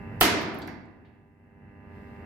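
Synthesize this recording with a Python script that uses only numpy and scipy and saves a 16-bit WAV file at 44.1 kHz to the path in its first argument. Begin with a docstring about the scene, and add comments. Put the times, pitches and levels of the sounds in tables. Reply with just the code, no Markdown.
"""A hard-walled plant room: a large circuit breaker trips inside a steel panel.
Transformers hum as overtones in step, with loose tones and a thin whine; fans are coloured noise.
The latch scrapes free as rough noise, then quick blows knock the linkage (decaying modes) and crack (noise).
The panel rings in beating pairs over a low jolt, the room booms back, and loose parts rattle after.
After the bang the level of everything sinks and slowly returns."""
import sys
import numpy as np
from scipy import signal
from scipy.fft import rfft, irfft, next_fast_len
from scipy.io import wavfile
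from scipy.ndimage import map_coordinates

SR = 44100
rng = np.random.default_rng(int(sys.argv[2]) if len(sys.argv) > 2 else 0)


def unload_audio(sound):
    """Save the sound as a 16-bit wav file, at the path given as the first command line argument."""
    columns = np.transpose(np.atleast_2d(sound))
    # keep every value between -1 and 1, then stretch to whole-number steps
    steps = np.round(np.clip(columns, -1, 1) * 32767)
    wavfile.write(sys.argv[1], SR, steps.astype(np.int16))


N = 99225  # samples, 2.25 s


def amp(db):
    """Gain of a level in dB."""
    return 10 ** (np.asarray(db) / 20)


def unit(x):
    """Scale a signal to rms 1."""
    return x / np.sqrt(np.mean(x ** 2) + 1e-20)


def along(points, hz):
    """Read (pitch_hz, value) points on a log pitch axis."""
    point_hz, values = np.transpose(points)
    return np.interp(np.log(hz + 1), np.log(point_hz + 1), values)


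def curve(rows):
    """Join (time_s, value) points into one value per sample."""
    return np.interp(np.arange(N) / SR, *np.transpose(rows))


def wobble(rate):
    """A smooth random curve with this many knots a second."""
    knots = rng.standard_normal(int(N * rate / SR) + 4)
    return map_coordinates(knots, [np.arange(N) * rate / SR])


def filtered(x, response):
    """Shape a sound by a gain that depends on frequency."""
    size = next_fast_len(x.shape[-1] + SR // 2)  # padded so the end does not wrap round
    spectrum = rfft(x, size) * response(np.fft.rfftfreq(size, 1 / SR))
    return irfft(spectrum, size)[..., :x.shape[-1]]


def rush(size, spectrum, alike):
    """Coloured stereo noise of rms 1; the mid-side balance sets how alike left and right are."""
    def mid_side_gain(hz):
        angle = np.arccos(np.clip(along(alike, hz), -1, 1)) / 2
        return amp(along(spectrum, hz)) * [np.cos(angle), np.sin(angle)]

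    mid, side = filtered(rng.standard_normal((2, size)), mid_side_gain)
    return unit(np.array([mid + side, mid - side]))


def add(track, s, burst):
    """Mix a burst in at s seconds."""
    start = round(s * SR)
    track[..., start:start + burst.shape[-1]] += burst


TONE_WAVER_DB = 1.22
CHANNEL_PHASE_RAD = 0.69  # phase between left and right: half this each way, per decade above 40 Hz


def tone(cycles, hz, db):
    """A steady tone whose level wavers, with its own phase in each channel."""
    side = rng.choice([-.5, .5]) * np.array([[1], [-1]])
    lead = CHANNEL_PHASE_RAD * 2 * side / 2 * np.log10(hz / 40)
    return np.sqrt(2) * amp(db + TONE_WAVER_DB * wobble(7)) * np.cos(2 * np.pi * cycles + lead)


HUM_HZ, HUM_DB = 99.68, -47.5  # twice the mains; base level of the overtones
PULSE_S, TREBLE_LAG_S_PER_KHZ = 1.9115, .0012  # when one pulse falls, and how much later its treble comes
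PULSE_SPREAD = .08  # cycles by which the overtones miss a common pulse
WHINE_HZ = 2660
# Overtones of the transformer hum: multiple [of HUM_HZ], level_db [over HUM_DB]
HUM_OVERTONES = [(1, -6), (2, -8.5), (3, -8.5), (4, -6.5), (5, -13), (6, -14), (7, -19), (8, -9.5),
                 (9, -13), (10, -13.5), (11, -30.5), (12, -15.5), (13, -33), (14, -30.5), (15, -26),
                 (16, -17.5), (17, -14.5), (18, -23), (19, -17), (20, -17.5)]
# Other steady tones: pitch_hz, level_db
LOOSE_TONES = [(91.5, -52.5), (233, -51.5), (2073, -65), (2191, -73), (2369, -80), (2713, -71), (2875, -82)]
# The thin whine as it fades: time_s, level_db
WHINE_LEVEL = [(0, -64), (.2, -63.5), (1.2, -67), (2.25, -68)]


def hum():
    """Transformer overtones in step make one downward pulse a cycle; loose tones and a whine join in."""
    t = np.arange(N) / SR
    buzz = 0
    for multiple, db in HUM_OVERTONES:
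        hz = multiple * HUM_HZ
        pulse_s = PULSE_S + TREBLE_LAG_S_PER_KHZ * hz / 2000  # phase delay: half the treble's lag
        buzz = buzz + tone(hz * (t - pulse_s) + rng.normal(0, PULSE_SPREAD), hz, HUM_DB + db)
    steady = LOOSE_TONES + [(WHINE_HZ, curve(WHINE_LEVEL))]
    return sum(tone(hz * t + rng.random(), hz, db) for hz, db in steady) - buzz


RUMBLE_DB, RUMBLE_WAVER_DB, HISS_WAVER_DB = -43, 1.6, 0.74
# Colour of the fan rumble: pitch_hz, level_db [per Hz, relative]
RUMBLE_COLOUR = [(15, -50), (30, -23), (50, -4), (87, 2.5), (160, -1.5), (284, -7), (342, -14),
                 (394, -10.5), (547, -17.5), (790, -20), (1070, -23), (1940, -21.5), (2300, -26),
                 (2850, -29.5), (3050, -39), (4290, -73.5), (7260, -120)]
# Colour of the air hiss: pitch_hz, level_db [per Hz, relative]
HISS_COLOUR = [(1760, -33), (3000, -2.5), (5000, -6), (5880, -14), (8460, -14), (10900, -17), (12000, -9.5),
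               (13600, -19), (15100, -14.5), (16000, -24)]
# Level of the hiss over time: time_s, level_db
HISS_LEVEL = [(0, -75), (.2, -75), (.9, -82), (1.4, -80), (1.8, -79), (1.9, -76), (1.96, -71), (2.06, -73),
              (2.25, -74)]
# Stereo image of rumble and hiss: pitch_hz, likeness [left-right correlation, -1 to 1]
FAN_LIKENESS = [(60, 0.93), (180, 1), (550, 0.71), (1650, -0.068), (4970, -0.04), (15000, 0.01)]


def fans():
    """Moving air as two bands of noise: an uneven rumble and a faint hiss."""
    rumble = amp(RUMBLE_DB + RUMBLE_WAVER_DB * wobble(9)) * rush(N, RUMBLE_COLOUR, FAN_LIKENESS)
    hiss_gain = amp(curve(HISS_LEVEL) + HISS_WAVER_DB * wobble(12))
    return rumble + hiss_gain * rush(N, HISS_COLOUR, FAN_LIKENESS)


LATCH_S, LATCH_DB, LATCH_GROWS_DB = .2043, -39, 5  # scrapes until the first blow
CRACK_T60_S, BLOW_RISE_S = .014, .0003
KNOCK_LAG_S = .0001  # the left channel hears the knock later
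# Blows of the linkage: start_s, knock_db, crack_db
BLOWS = [(.2098, -26, -9), (.2117, -9, -19), (.2139, -11, -20), (.2154, -15, -21), (.2210, -13, -21),
         (.2270, -19, -21), (.2290, -19, -22), (.2325, -19, -23), (.2385, -21, -26), (.2545, -19, -32)]
# Ringing modes of the linkage: pitch_hz, level_db [over knock_db], t60_s
KNOCK_MODES = [(436, -10, 0.018), (764, -2, .022), (1008, -6, 0.022), (1270, -2.5, .02), (1754, -3, .014),
               (2400, -1.5, .012), (3000, -0.5, .012), (3700, -7, .01)]
# Colour of the steel crack: pitch_hz, level_db [per Hz, relative]
CRACK_COLOUR = [(1500, -38.5), (3000, -7.5), (5000, -6.5), (6500, -12), (9000, -7.5), (11000, -8),
                (13500, -2), (16000, -7.5)]
# Stereo lean of the trip: pitch_hz, pan_db [left over right]
BLOW_PAN = [(100, 2), (1000, -3), (3000, -4.5), (7000, 1), (13000, -7.5)]


def latch():
    """Steel slips on steel: treble-heavy noise that grows until the first blow."""
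    t = np.arange(int((BLOWS[0][0] - LATCH_S) * SR)) / SR
    scrape = np.diff(rng.standard_normal((2, len(t) + 1)))  # differencing tilts it to treble
    return amp(LATCH_DB + LATCH_GROWS_DB * t / t[-1]) * scrape


def knock(t):
    """The struck linkage rings briefly in several modes, each with a slightly scattered phase."""
    heard_t = t + KNOCK_LAG_S * np.array([[-.5], [.5]])
    ring = np.zeros((2, len(t)))
    for hz, db, t60 in KNOCK_MODES:
        cycles = hz * heard_t + rng.normal(0, 0.044, (2, 1))
        ring += amp(db - 60 * t / t60) * np.sin(2 * np.pi * cycles)
    return ring


def trip():
    """The latch scrapes, then steel slams on steel: each blow is a knock under a bright crack."""
    out, t = np.zeros((2, N)), np.arange(SR // 20) / SR
    add(out, LATCH_S, latch())
    for s, knock_db, crack_db in BLOWS:
        crack = amp(crack_db - 60 * t / CRACK_T60_S) * rush(len(t), CRACK_COLOUR, [(3000, .1)])
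        attack = 1 - np.exp(-t / BLOW_RISE_S)
        add(out, s, attack * (crack - amp(knock_db) * knock(t)))
    return filtered(out, lambda hz: amp(np.outer([.5, -.5], along(BLOW_PAN, hz))))


ROOM_RISE_S = .006
# Reverberation of the hard walls: pitch_hz, t60_s
ROOM_T60 = [(60, 1.2), (150, 7.4), (300, 2.02), (700, 1.99), (1500, 1.455), (3000, 0.9), (5000, 0.77),
            (8000, 0.46), (12000, 0.26), (15500, 0.21)]
# Stereo image of the reverberation: pitch_hz, likeness [left-right correlation]
ROOM_LIKENESS = [(60, 0.27), (150, .6), (300, .75), (600, .65), (1200, .15), (8000, .05)]


def tail(colour):
    """The room's answer: noise in which each frequency dies at its own speed."""
    hz, t, bands = signal.stft(rush(2 * SR, colour, ROOM_LIKENESS), SR, nperseg=512)
    decay = amp(-60 * t / along(ROOM_T60, hz)[:, None])
    x = signal.istft(bands * decay, SR, nperseg=512)[1]
    return x * (1 - np.exp(-np.arange(x.shape[1]) / SR / ROOM_RISE_S))


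ROOM_DB = -18.5
# Colour of the bang as the room returns it: pitch_hz, level_db [per Hz, relative]
ROOM_COLOUR = [(35, -47), (60, -22), (248, -9), (327, -1.5), (385, -4), (486, -13), (599, -12), (705, -6.5),
               (792, -13), (1420, -10), (2360, -9.5), (2840, -12), (5200, -15), (6500, -18), (8670, -21.5),
               (12000, -15.5), (14500, -21.5), (16000, -27)]


def room_boom():
    """The walls return the bang from the first blow on, leaning less to one side than the blows do."""
    out = np.zeros((2, 2 * N))
    panned = filtered(tail(ROOM_COLOUR), lambda hz: amp(np.outer([.3, -.3], along(BLOW_PAN, hz))))
    add(out, BLOWS[0][0], amp(ROOM_DB) * panned)
    return out[:, :N]


THUMP_S, THUMP_HZ, THUMP_DB = .211, 54.7, -21
THUMP_T60_S, THUMP_RISE_S = .14, .02
PANEL_DB, PANEL_RISE_CYCLES = -27.5, 8  # base level; time constant of the build-up
# Sheet steel modes of the panel: pitch_hz, level_db [over PANEL_DB, each of a pair], t60_s
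PANEL_MODES = [(188.6, -14, .9), (237.6, -10.5, 1.2), (307, -4.5, 1.2), (366, -6.5, 0.36), (395, -7, 0.97),
               (417, -10.5, 0.93), (681.7, -2.5, 0.69), (720, -5.5, 0.17), (921, -6.5, 0.93), (973, -3, .5),
               (1163, -9.5, .4), (1276, -5, .3), (1468, -15.5, .5), (1699, -12, .5), (2075, -6.5, 0.9)]


def cabinet():
    """The panel's sheets ring as close, beating pairs, and the whole frame gives one low jolt."""
    out, t = np.zeros((2, 2 * N)), np.arange(N) / SR
    for hz, db, t60 in PANEL_MODES:
        pair = 0
        for detune in (-.006, .007):
            cycles = hz * (1 + detune) * t + rng.normal(0, .08, (2, 1))
            pair = pair + np.sin(2 * np.pi * cycles)
        build_up = 1 - np.exp(-t * hz / PANEL_RISE_CYCLES)
        add(out, BLOWS[1][0], amp(PANEL_DB + db - 60 * t / t60) * build_up * pair)
    thump = amp(THUMP_DB - 60 * t / THUMP_T60_S) * np.sin(2 * np.pi * THUMP_HZ * t)
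    add(out, THUMP_S, (1 - np.exp(-t / THUMP_RISE_S)) * thump)
    return out[:, :N]


SKIRT_DB, SKIRT_WIDTH = -6, .5  # broad part: gain before scaling by hump width; width over centre
RATTLE_RISE_CYCLES = 6  # time constant of the attack
# Ticks of loose parts: start_s, level_db [before the decay shape], centre_hz,
# width [over centre], t60_s, pan_db [left over right]
RATTLES = [(0.4138, -53.5, 12100, 0.18, 0.061, -2.5), (0.429, -60, 12000, .3, .1, -5),
           (.4870, -63.5, 11000, .3, 0.036, -2), (0.5433, -58.5, 11800, 0.33, .1, -6),
           (0.5866, -44.5, 11930, 0.081, 0.033, -1), (.5866, -54, 15300, .06, .025, -1),
           (0.617, -56.5, 7650, 0.099, 0.026, 20), (.6185, -62, 13500, .15, .04, -1),
           (.6180, -40.5, 3800, 0.17, 0.052, 2.5), (.6230, -47, 4550, 0.029, .12, -2),
           (0.6726, -53.5, 11700, 0.34, 0.091, -4.5), (.6730, -51, 4350, 0.35, 0.23, -3),
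           (.6780, -42.5, 800, 0.35, 0.27, -3), (.6760, -38.5, 1850, 0.24, .2, -8.5),
           (.6720, -31, 240, .25, .35, 0.5), (.8550, -70, 7000, .3, .04, 4),
           (1.046, -55, 2000, 0.38, 0.49, -1), (1.050, -66, 4000, .2, .3, 0)]


def rattles():
    """Loose parts tick: dense ringing around one pitch on a broad skirt."""
    out, t = np.zeros((2, N)), np.arange(SR // 3) / SR
    for s, db, centre_hz, width, t60, pan_db in RATTLES:
        def hump(hz):
            off = np.log((hz + 1) / centre_hz)
            skirt = amp(SKIRT_DB) * np.sqrt(width / SKIRT_WIDTH) * np.exp(-(off / SKIRT_WIDTH) ** 2)
            return np.exp(-(off / width) ** 2) + skirt

        noise = unit(filtered(rush(len(t), [(100, 0)], [(100, 0.55)]), hump))
        decay = amp(-60 * t / t60) + 1.2 * amp(-240 * t / t60)  # a ring, and a tick four times as fast
        attack = 1 - np.exp(-t * centre_hz / RATTLE_RISE_CYCLES)
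        pan = np.array([[pan_db], [-pan_db]]) / 2
        add(out, s, amp(db + pan) * decay * attack * noise)
    return out


RATTLE_ROOM_DB = -3.5


def room_rattles(ticks):
    """The room answers the rattles: convolution with an uncoloured tail of unit energy on the left."""
    plain = tail([(100, 0)])
    echo = signal.fftconvolve(ticks, plain / np.linalg.norm(plain[0]), axes=1)[:, :N]
    return amp(RATTLE_ROOM_DB) * echo


LEAN_DB = 2  # background louder on the right


def scene():
    """Background, breaker, room and rattles together."""
    background = amp([[-LEAN_DB / 2], [LEAN_DB / 2]]) * (hum() + fans())
    ticks = rattles()
    return background + trip() + room_boom() + cabinet() + ticks + room_rattles(ticks)


SELF_NOISE_DB = -89
TOP_HZ, TOP_EDGE_HZ = 15850, 60  # band limit and the softness of its edge
# Level of everything but the self noise: time_s, level_db
LEVEL = [(0, 0.5), (.25, 1.13), (.6, -4), (.94, -12.5), (1.35, -18.5), (1.64, -11.5), (1.97, -4),
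         (2.25, -2)]


def record(dry):
    """The level sinks and returns, faint self noise joins, and the band limit cuts the top."""
    x = dry * amp(curve(LEVEL)) + amp(SELF_NOISE_DB) * rng.standard_normal(dry.shape)
    return filtered(x, lambda hz: 1 / (1 + np.exp(np.clip((hz - TOP_HZ) / TOP_EDGE_HZ, -50, 50))))


dry = scene()
out = record(dry)
unload_audio(out)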